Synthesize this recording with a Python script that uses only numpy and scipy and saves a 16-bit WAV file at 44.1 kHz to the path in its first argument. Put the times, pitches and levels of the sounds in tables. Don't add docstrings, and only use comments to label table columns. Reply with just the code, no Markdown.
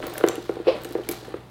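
import sys
import numpy as np
from scipy import signal
from scipy.io import wavfile
from scipy.ndimage import uniform_filter1d

SR = 44100
rng = np.random.default_rng(int(sys.argv[2]) if len(sys.argv) > 2 else 0)


def unload_wav(signal):
    wavfile.write(
        sys.argv[1],
        SR,
        np.round(np.clip(np.atleast_2d(signal).T, -1, 1) * 32767).astype(np.int16),
    )


N = 66150


def amp(db):
    return 10 ** (np.asarray(db) / 20)


def unit(x):
    return x / np.sqrt(np.mean(x ** 2) + 1e-20)


def read(points, hz):
    f, value = np.transpose(points)
    return np.interp(np.log(hz + 1), np.log(f + 1), value)


def add(mix, s, sound):
    part = mix[max(round(s * SR), 0):][:len(sound)]
    part += sound[:len(part)]


def impulse(points, ratio=1, size=8192):
    hz = abs(np.fft.fftfreq(size, 1 / SR)) / ratio
    log_gain = np.log(amp(read(points, hz)))
    spectrum = np.exp(np.conj(signal.hilbert(log_gain)))
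    h = np.fft.ifft(spectrum).real[:size // 2]
    return h / abs(h).max()


def colour(x, points):
    h = impulse(points)
    return signal.fftconvolve(x, h / np.linalg.norm(h))[:len(x)]


def ring(modes, t, ratio=1):
    return sum(amp(db - 60 * t / t60) * np.sin(2 * np.pi * hz * ratio * t) for hz, db, t60 in modes)


def grains(spread_db, per_s):
    size = amp(spread_db * np.minimum(rng.exponential(1, N), 4))
    occurs = rng.random(N) < per_s / SR
    return unit(size * rng.standard_normal(N) * occurs)


# f/Hz, relative density level/dB
FLOOR_SPECTRUM = [(20, -27), (55, -0.5), (90, 0.5), (190, 5.5), (350, -9.5), (700, -3), (1400, -14.5),
                  (2500, -17), (4200, -20.5), (6000, -28), (16000, -32.5)]
# f/Hz, rms level/dB
MAINS_HUM = [(59.5, -56.5), (120, -50)]


def background(floor_db=-49.5):
    t = np.arange(N) / SR
    hum = sum(amp(db) * unit(np.sin(2 * np.pi * (hz * t + rng.random()))) for hz, db in MAINS_HUM)
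    noise = unit(colour(rng.standard_normal(N), FLOOR_SPECTRUM))
    return hum + amp(floor_db) * noise


# f/Hz, t60/s
REVERBERATION = [(150, 0.1), (400, 0.31), (1500, 0.44), (4000, 0.67), (9000, 0.36), (16000, 0.14)]


def room(x, gap_s=0.0035):
    t = np.arange(SR // 2) / SR
    taps = rng.choice([-1., 1.], len(t)) * (rng.random(len(t)) < .2)
    hz, at, bands = signal.stft(taps, SR, nperseg=256)
    decay = amp(-60 * at / read(REVERBERATION, hz)[:, None])
    tail = signal.istft(bands * decay, SR, nperseg=256)[1][:len(t)]
    tail = tail * np.clip(t / gap_s - .5, 0, 1)
    return signal.fftconvolve(x, tail / np.linalg.norm(tail))[:N]


# f/Hz, relative level/dB, t60/s
HOLLOW_MODES = [(354.3, -18.5, 0.2), (441, -23.5, 0.076), (471, -23, 0.11), (619, -36, 0.19),
                (773, -28, 0.12), (1358, -44.5, 0.16), (1794, -38, 0.07)]


def bag_ring(t):
    return ring(HOLLOW_MODES, t)


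# t/s, rub level/dB, crackle level/dB
RUSTLE_LEVELS = [(0, -54.5, -54), (0.039, -35, -53.5), (.12, -42, -51.5), (.21, -39, -50),
                 (.31, -37.5, -65), (.37, -41, -55.5), (.44, -48.5, -53), (.55, -45.5, -56.5),
                 (.64, -47, -89), (.78, -39.5, -60), (.85, -42.5, -53), (.94, -45, -56), (1.06, -47, -59.5),
                 (1.12, -37.5, -44.5), (1.19, -49.5, -52.5), (1.28, -44, -54), (1.38, -47.5, -90),
                 (1.5, -65.5, -80)]
# f/Hz, relative level/dB
RUB_SPECTRUM = [(80, -21.5), (220, -3.5), (360, 1.5), (520, -0.5), (850, -4.5), (1500, -7.5), (2400, -14.5),
                (4100, -15.5), (5400, -31.5), (9000, -29.5), (16000, -45)]
CRACKLE_SPECTRUM = [(1500, -11), (4000, 9), (8000, -4), (11000, -6.5), (15500, -7.5)]


def rustle(clump_db=2.0, slips_per_s=7000, crackles_per_s=2500, hollow_db=-5):
    s, rub_db, crackle_db = np.transpose(RUSTLE_LEVELS)
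    t = np.arange(N) / SR
    wander = uniform_filter1d(uniform_filter1d(rng.standard_normal(N), size=300), size=200)
    clumps = clump_db * unit(wander)
    slips = grains(spread_db=1.35, per_s=slips_per_s) * amp(np.interp(t, s, rub_db) + clumps)
    bag = bag_ring(t[:SR // 4])
    hollow = amp(hollow_db) * signal.fftconvolve(slips, bag / np.linalg.norm(bag))[:N]
    crackle_gain = amp(np.interp(t, s, crackle_db) + .5 * clumps)
    crackle = colour(grains(spread_db=0.0, per_s=crackles_per_s) * crackle_gain, CRACKLE_SPECTRUM)
    return colour(slips, RUB_SPECTRUM) + hollow + crackle


# t/s, level/dB
SLIDE_LEVELS = [(.645, -46), (.668, -37), (.679, -18.5), (0.701, -24.5), (.74, -30), (.79, -43), (.85, -77)]
# f/Hz, relative level/dB
HISS_SPECTRUM = [(150, -29), (350, -2), (520, 0.5), (640, -0.5), (780, -9), (1000, -12), (1700, -28),
                 (2500, -15), (3500, -22), (4900, -25), (6500, -47), (12000, -55)]


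def scuff(waver=0.048):
    start_s, rise_s, hold_s, decay_s = .673, 0.007, 0.011, 0.0095
    groan_hz, groan_db = 500, -13
    out, t = np.zeros(N), np.arange(N) / SR
    rise = np.minimum(t / rise_s, 1) ** 2
    late = np.maximum(t - rise_s - hold_s, 0)
    drift = unit(uniform_filter1d(rng.standard_normal(N), size=150))
    hz = groan_hz * (1 + waver * drift)
    tone = unit(np.sin(2 * np.pi * np.cumsum(hz) / SR))
    add(out, start_s, tone * amp(groan_db) * rise * np.exp(-late / decay_s))
    s, db = np.transpose(SLIDE_LEVELS)
    hiss_gain = amp(np.interp(t, s, db)) * (t > s[0]) * (t < s[-1])
    return out + colour(rng.standard_normal(N) * hiss_gain, HISS_SPECTRUM)


# t/s, level before halving of amplitude/dB, dull clack level re click/dB,
# note f/Hz, note level re click/dB, note t60/s
FITTING_STRIKES = [(.0455, -37, -5, 15100, -18, 0.11), (0.0683, -20.5, -10, 15300, -12, .13),
                   (.098, -35, 2, 8350, -3, .04), (.137, -30, -6, 13900, -7, .14),
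                   (.139, -28, -12, 11700, -5, 0.036), (0.1796, -19.5, -3, 15400, -19, .1),
                   (0.1816, -16.5, -11, 11500, -28, 0.033), (.2655, -29.5, 2, 11900, -20, .03),
                   (0.2764, -29, 5, 7500, -11, .02), (.2864, -12, 2, 7430, -1.5, 0.0091),
                   (.356, -24, -9, 2850, -1, 0.017), (0.818, -35, -17, 15400, -10, 0.035),
                   (.8355, -26, -25, 11900, -20, .02), (.847, -27.5, 2.5, 2930, -4, .03),
                   (.8525, -29, -12, 8500, -3, .02), (.891, -34, -2, 8500, -19, .02),
                   (.909, -38, -3, 9900, -16, .02), (.925, -31, -5, 12200, -15, .02),
                   (0.9318, -36, 6, 12000, -22, .02), (.9765, -40, -8, 11900, -16, .02),
                   (1.036, -43.5, -6, 3080, 11.5, .02), (1.089, -8, -12.5, 9950, -5, 0.0078),
                   (1.0912, -19.5, -2.5, 14200, 0, .025), (1.113, -18, -16, 11800, -8, .02),
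                   (1.116, -29, 7.5, 14000, -12, .02), (1.1215, -26, 4, 7300, -18, .02),
                   (1.125, -24, -16, 12000, -3, 0.013), (1.290, -43, -10, 11200, -2, 0.033)]
# f before detuning/Hz, level re click/dB, t60/s
FITTING_MODES = [(2280, -19.5, 0.036), (4370, -34, 0.035), (7300, -24, 0.01), (9950, -27.5, 0.0044),
                 (11700, -15, 0.012), (14950, -17, .016)]
# f/Hz, relative level/dB
CLICK_SPECTRUM = [(500, -25), (3000, -6), (6000, -8.5), (8500, -3), (10500, -2), (13000, -1.5),
                  (15500, -4.5), (17000, -3)]
CLACK_SPECTRUM = [(200, 5), (900, 1), (2200, 2.5), (4200, 6), (5600, 2), (7300, 6.5), (9500, -1),
                  (16000, -4.5)]


def clinks(detune=0.0079, click_decay_s=0.00091, clack_decay_s=0.0011):
    out, t = np.zeros(N), np.arange(SR // 5) / SR
    for s, db, clack_db, hz, note_db, t60 in FITTING_STRIKES:
        click_noise, clack_noise = rng.choice([-1., 1.], (2, len(t)))
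        click = colour(click_noise * np.exp(-t / click_decay_s), CLICK_SPECTRUM)
        clack = amp(clack_db) * colour(clack_noise * np.exp(-t / clack_decay_s), CLACK_SPECTRUM)
        shared = ring(FITTING_MODES, t, 1 + detune * rng.standard_normal())
        note = ring([(hz, note_db, t60)], t)
        add(out, s, .5 * amp(db) * (click + clack + shared + note))
    return out


# t/s, level/dB, pitch f/Hz, slap level re knock/dB, after-ring level re knock/dB
BAG_KNOCKS = [(.001, -25.5, 500, -22, 8), (.027, -33, 437, 12.5, -5), (0.0319, -41, 400, -7, -12),
              (.052, -42, 450, -12, -6), (.069, -27.5, 496, -18, -8), (.155, -46.5, 447, 22, -3),
              (.180, -37.5, 450, 14, 4), (.201, -24, 443, -10, 6), (0.21, -24, 412, 5.5, -10),
              (0.2388, -2.5, 390, -4, -13), (0.275, -15, 390, -5.5, 4.5), (.2945, -18.5, 397, -32, 3.5),
              (0.3248, -33.5, 430, -11, -9), (0.349, -26.5, 393, -21, 2), (0.3785, -20.5, 347, -16, 8.5),
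              (.401, -41, 378, -18, -4), (0.4934, -12, 390, -10, -11), (0.5674, -21, 394, -18, 7.5),
              (.599, -21, 370, -31, -2.5), (0.6688, -11, 398, -19, -15), (0.85, -28, 364, 1, 15.5),
              (.906, -28.5, 321, -25, 11), (.9517, -12.5, 389, -14, 4), (0.9602, -22.5, 403, -8, -11),
              (0.9859, -21, 430, -22, 5.5), (0.9953, -23, 384, -12, -23), (1.0903, -20, 356, -5.5, 8.5),
              (1.111, -29, 358, -5, -11), (1.225, -31.5, 370, -33, -8), (1.280, -27, 410, -30, -1.5),
              (1.3405, -18, 390, -6.5, -11)]
# f/Hz, relative level/dB
THUMP_SPECTRUM = [(20, -74.5), (80, -72.5), (170, -18.5), (260, -17.5), (335, 1), (480, -1.5), (600, -14.5),
                  (900, -20.5), (2000, -49.5), (6000, -66)]
SLAP_SPECTRUM = [(20, -59), (200, -45), (600, 14), (800, -10.5), (1300, 6), (1750, 4), (2200, -2),
                 (3600, -13), (5000, -41.5), (12000, -30), (16000, -44)]


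def knocks(ring_delay_s=0.0026, thump_delay_s=0.001325, reference_hz=390):
    chatter_db, chatter_decay_s = -19.5, 0.0025
    out, t = np.zeros(N), np.arange(SR // 4) / SR
    after_ring = (1 - np.exp(-t / ring_delay_s)) * bag_ring(t)
    for s, db, hz, slap_db, ring_db in BAG_KNOCKS:
        chatter = amp(chatter_db) * rng.standard_normal(len(t)) * np.exp(-t / chatter_decay_s)
        contact = 0.65 * (t == 0) + chatter
        add(out, s, amp(db + slap_db) * signal.fftconvolve(contact, impulse(SLAP_SPECTRUM)))
        add(out, s + thump_delay_s, amp(db) * impulse(THUMP_SPECTRUM, hz / reference_hz))
        add(out, s + thump_delay_s, amp(db + ring_db) * after_ring)
    return out


def scene():
    body, metal, cloth = knocks(), clinks(), scuff() + rustle()
    reverberant = room(amp(-8.5) * body + amp(-11.5) * metal + amp(-15.5) * cloth)
    return (body + metal + cloth + reverberant + background())[None]


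def record(dry, cut_hz=16000):
    lowpass = signal.firwin(301, cut_hz, window=("kaiser", 9), fs=SR)
    return signal.oaconvolve(dry, lowpass[None], "same")


dry = scene()
out = record(dry)
unload_wav(out)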